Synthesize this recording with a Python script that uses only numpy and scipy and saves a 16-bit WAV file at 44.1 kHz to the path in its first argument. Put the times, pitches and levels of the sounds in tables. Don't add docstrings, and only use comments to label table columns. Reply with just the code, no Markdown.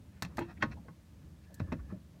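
import sys
import numpy as np
from scipy import signal
from scipy.fft import rfft, irfft, next_fast_len
from scipy.io import wavfile
from scipy.ndimage import map_coordinates

SR = 44100
rng = np.random.default_rng(int(sys.argv[2]) if len(sys.argv) > 2 else 0)


def unload_wav(signal):
    wavfile.write(
        sys.argv[1],
        SR,
        np.round(np.clip(np.atleast_2d(signal).T, -1, 1) * 32767).astype(np.int16),
    )


N = 97020
T = np.arange(SR // 3) / SR
SNAP_T60_S = 0.013


# t/s, door thump/dB, trim knock/dB, plate clack/dB,
# clack cut-off/Hz, plate ring within the clack/dB, click/dB, click's lower edge/Hz
CONTACTS = [(.223, -39.5, -47, -37, 6050, -5.5, -37, 1000), (0.249, -51, -59, -46, 4830, -4, -55.5, 1500),
            (0.371, -68, -62, -52, 5000, -5, -50.5, 2000), (0.3822, -52, -35, -30, 1400, -5.5, -63, 2420),
            (0.391, -50, -35, -41, 1900, -3, -49.5, 2800), (.410, -41, -42, -54, 1300, -6, -66, 2000),
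            (.624, -39.5, -44.5, -33, 2630, 9.5, -58.5, 2000), (.6272, -42, -40, -35, 3870, -10, -65, 2000),
            (0.6341, -46.5, -34.5, -35.5, 2210, -7, -75, 2000),
            (.883, -58, -53.5, -58, 1110, 12.5, -96, 2000), (1.5425, -73, -83, -80, 6000, -9, -47, 7300),
            (1.598, -67, -67, -53, 4170, -13, -68, 3000), (1.602, -32, -39.5, -44, 1850, -3.5, -78, 2000),
            (1.72, -38.5, -45, -47, 2220, 2, -68, 2000), (1.7242, -35.5, -33, -39, 2290, -16, -60.5, 2000),
            (1.925, -46, -47.5, -66, 1020, 2, -80, 2000)]
def taps():
    out = np.zeros(N)
    for start, thump_db, knock_db, clack_db, cut_hz, ring_db, click_db, edge_hz in CONTACTS:
        tick = amp(click_db) * click(edge_hz)
        thump = amp(thump_db) * soften(door_thump(), cut_hz=445)
        knock = amp(knock_db) * soften(trim_knock(), cut_hz=1190)
        clack = amp(clack_db) * soften(plate_clack(ring_db), cut_hz)
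        add(out, start, thump + knock + clack + tick)
    return out


# f/Hz, relative level/dB, t60/s
DOOR_MODES = [(57, -4.5, 0.18), (83.6, -0.5, 0.2), (118, -0.5, 0.21), (152.1, -2.5, 0.24),
              (182.3, -2.5, 0.16)]
def door_thump():
    return amp(10.5) * push(hz=190, t60=0.016) + ring(DOOR_MODES)


# f/Hz, relative level/dB, t60/s
TRIM_MODES = [(232.7, 1.5, 0.19), (286, 3, 0.078), (345, -9.5, 0.16), (379, -6, 0.12), (424, -10.5, 0.15),
              (491, -5, 0.14), (546.6, -3, 0.15), (628, 3, 0.073)]
# f/Hz, relative level/dB
TRIM_CROWD_SPECTRUM = [(80, -29), (190, -8), (300, 9), (400, -6.5), (520, -4.5), (800, -35), (1500, -58)]
def trim_knock():
    modes = amp(-3) * ring(TRIM_MODES)
    crowd = amp(-4) * noise(TRIM_CROWD_SPECTRUM, len(T)) * fade(t60=0.14)
    return amp(8.5) * push(hz=350, t60=0.015) + modes + crowd


# f/Hz, relative level/dB, t60/s
PLATE_MODES = [(847, -6.5, .12), (946, -10.5, 0.16), (1086, 2.5, 0.09), (1158, -4.5, 0.058),
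               (1247, -9.5, 0.15), (1421, -7.5, 0.11), (1510, 4, 0.061), (1745, -0.5, 0.077),
               (1932, 2.5, 0.06), (2116, 3, 0.058), (2370, -13, .07), (2680, -15, .045),
               (3236, -2.5, 0.056), (4170, -10, 0.053)]
# f/Hz, relative level/dB
PLATE_CROWD_SPECTRUM = [(250, -52), (600, -4.5), (850, 0.5), (1200, -3.5), (1850, 0), (2300, -9), (2600, 1),
                        (2950, -18), (3300, -12.5), (3550, -10), (4100, -5.5), (4800, -15), (5400, -7.5),
                        (6500, -13), (10000, -34), (16000, -48)]
def plate_clack(ring_db):
    modes = amp(ring_db) * ring(PLATE_MODES)
    envelope = amp(-1) * fade(t60=0.078) + amp(2.5) * fade(SNAP_T60_S)
    return modes + noise(PLATE_CROWD_SPECTRUM, len(T)) * envelope


# f/Hz, relative level/dB
CLICK_SPECTRUM = [(1000, -6), (2800, -34), (4200, 12.5), (4900, -0.5), (5600, -0.5), (6600, 2.5),
                  (7600, 0.5), (8500, -0.5), (10400, -8.5), (12500, -2), (14000, -8), (16000, -11.5)]
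def click(edge_hz):
    envelope = 0.77 * fade(t60=0.051) + 0.33 * fade(SNAP_T60_S)
    return low_cut(noise(CLICK_SPECTRUM, len(T)) * envelope, edge_hz)


# t/s, f/Hz, level/dB, rise/s, t60/s
PANEL_SHUDDERS = [(0.231, 173.4, -36.5, 0.011, 0.14), (0.391, 340.4, -33, 0.018, 0.23),
                  (0.633, 212.6, -34, 0.0045, 0.16), (.634, 143, -43.5, 0.0073, 0.29),
                  (.69, 226.7, -42.5, 0.019, 0.14), (0.901, 165, -41.5, 0.0089, 0.081),
                  (1.606, 89.5, -32, 0.0093, 0.19), (1.608, 152.6, -39.5, 0.0088, 0.22),
                  (1.741, 154.3, -36, 0.013, 0.13), (1.787, 58, -40, 0.011, .25),
                  (1.918, 187, -34.5, 0.011, 0.15)]
def shudders():
    out = np.zeros(N)
    for start, hz, db, rise, t60 in PANEL_SHUDDERS:
        envelope = (1 - np.exp(-(T / rise) ** 2)) * fade(t60)
        add(out, start, amp(db) * 2 * np.sin(2 * np.pi * hz * T) * envelope)
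    return out


# peak t/s, length/s, level/dB, centre f/Hz, half-width/octaves
RUB_STROKES = [(.16, 0.067, -72.5, 1600, 0.84), (0.321, .04, -67, 1190, 0.42),
               (0.419, 0.034, -53, 2300, 0.62), (0.424, 0.023, -47.5, 930, 0.064),
               (.455, 0.05, -64, 1520, 0.96), (0.507, 0.03, -54, 1180, 0.97),
               (0.578, 0.011, -61, 2140, 0.21), (0.619, 0.015, -50, 1810, 0.86),
               (0.66, 0.037, -65, 1000, .6), (.723, 0.02, -52.5, 950, 2.2), (0.781, 0.018, -58.5, 838, 0.2),
               (.862, 0.019, -60, 483, 0.21), (1.445, 0.014, -69.5, 5100, 1.6),
               (1.514, 0.022, -59.5, 554, 0.29), (1.687, 0.039, -67, 1200, .15),
               (1.80, 0.017, -61, 1200, 0.36), (1.912, 0.024, -58.5, 1160, 0.74),
               (1.948, 0.019, -55.5, 584, 0.074), (2.171, .04, -70, 560, .2)]
def rubs(slips_per_s=5000):
    out = np.zeros(N)
    middle = T[-1] / 2
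    for peak, length, db, centre_hz, octaves in RUB_STROKES:
        slips = rng.standard_normal(len(T)) * (rng.random(len(T)) < slips_per_s / SR)
        ringing = signal.fftconvolve(slips, plate_clack(ring_db=-9.5))[:len(T)]
        band = filtered(ringing, lambda hz: 1 / (1 + (np.log2((hz + 1) / centre_hz) / octaves) ** 2))
        envelope = np.exp(-2 * ((T - middle) / length) ** 2)
        add(out, peak - middle, amp(db) * envelope * unit(soften(band, cut_hz=5200)))
    return out


# t/s, level/dB
SQUEAK_CURVE = [(1.38, -91), (1.46, -75.5), (1.54, -69), (1.62, -69.5), (1.70, -68.5), (1.80, -79),
                (1.92, -71), (2.0, -94)]
# f/Hz, relative level/dB
SQUEAK_SPECTRUM = [(1300, -33), (1600, -10), (1730, 4.5), (1850, -13), (2200, -36)]
def squeak():
    return swell(SQUEAK_CURVE, SQUEAK_SPECTRUM)


def cabin_echo(x):
    onset = 1 - np.exp(-T / 0.006)
    tail = soften(rng.standard_normal(len(T)), cut_hz=5700) * fade(t60=0.17) * onset
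    return signal.fftconvolve(x, tail / np.linalg.norm(tail) / 2)[:N]


# t/s, level/dB
RUMBLE_CURVE = [(0, -53.5), (.18, -54.5), (.3, -48), (.56, -49.5), (.7, -44.5), (.85, -54.5), (1.0, -56.5),
                (1.15, -55), (1.24, -50.5), (1.42, -58.5), (1.56, -52.5), (1.68, -46), (1.83, -51),
                (1.96, -47), (2.04, -56), (2.2, -55)]
# f/Hz, relative level/dB
RUMBLE_SPECTRUM = [(20, -50), (40, -16), (60, -5.5), (76, 1), (120, -7.5), (175, -5.5), (240, -13),
                   (310, -15), (400, -27), (560, -25.5), (800, -36), (2000, -44.5), (6000, -65)]
def door_rumble(wobble_db=1, wobbles_per_s=14):
    knots = rng.standard_normal(200)
    wobble = map_coordinates(knots, [np.arange(N) * wobbles_per_s / SR], mode="mirror")
    return amp(wobble_db * wobble) * swell(RUMBLE_CURVE, RUMBLE_SPECTRUM)


# f/Hz, relative level/dB
HISS_SPECTRUM = [(100, -3), (1000, 1.5), (1800, -1.5), (3000, -3), (6000, -6), (10000, -10), (15500, -12.5),
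                 (16300, -22)]
def hiss():
    return amp(-72) * noise(HISS_SPECTRUM, N)


def push(hz, t60):
    return np.sin(2 * np.pi * hz * T) * fade(t60)


def ring(modes, scatter_db=1.5):
    hz, db, t60 = np.transpose(modes)
    gain = amp(db + scatter_db * rng.standard_normal(len(hz)))
    waves = sum((-1) ** k * gain[k] * np.sin(2 * np.pi * hz[k] * T) * fade(t60[k])
                for k in range(len(hz)))
    return waves / np.sqrt(np.sum(gain ** 2) / 2)


def swell(curve, spectrum):
    times, db = np.transpose(curve)
    return amp(np.interp(np.arange(N) / SR, times, db)) * noise(spectrum, N)


def noise(spectrum, size):
    points_hz, db = np.transpose(spectrum)
    white = rng.standard_normal(size)
    return unit(filtered(white, lambda hz: amp(np.interp(np.log(hz + 1), np.log(points_hz), db))))


def soften(x, cut_hz):
    return signal.sosfilt(signal.butter(2, cut_hz, fs=SR, output="sos"), x)


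def low_cut(x, cut_hz):
    return signal.sosfilt(signal.butter(2, cut_hz, "high", fs=SR, output="sos"), x)


def filtered(x, response):
    size = next_fast_len(len(x) + 2048)
    return irfft(rfft(x, size) * response(np.fft.rfftfreq(size, 1 / SR)), size)[:len(x)]


def fade(t60):
    return np.exp(-np.log(1000) * T / t60)


def amp(db):
    return 10 ** (np.asarray(db) / 20)


def unit(x):
    return x / np.sqrt(np.mean(x ** 2) + 1e-20)


def add(track, start_s, x):
    part = track[max(round(start_s * SR), 0):][:len(x)]
    part += x[:len(part)]


def scene():
    contact = taps() + rubs() + shudders() + squeak()
    return (contact + amp(-22) * cabin_echo(contact) + door_rumble() + hiss())[None]


def record(dry):
    thinned = low_cut(dry[0], cut_hz=51)
    return filtered(thinned, lambda hz: hz < 16300)[None]


dry = scene()
out = record(dry)
unload_wav(out)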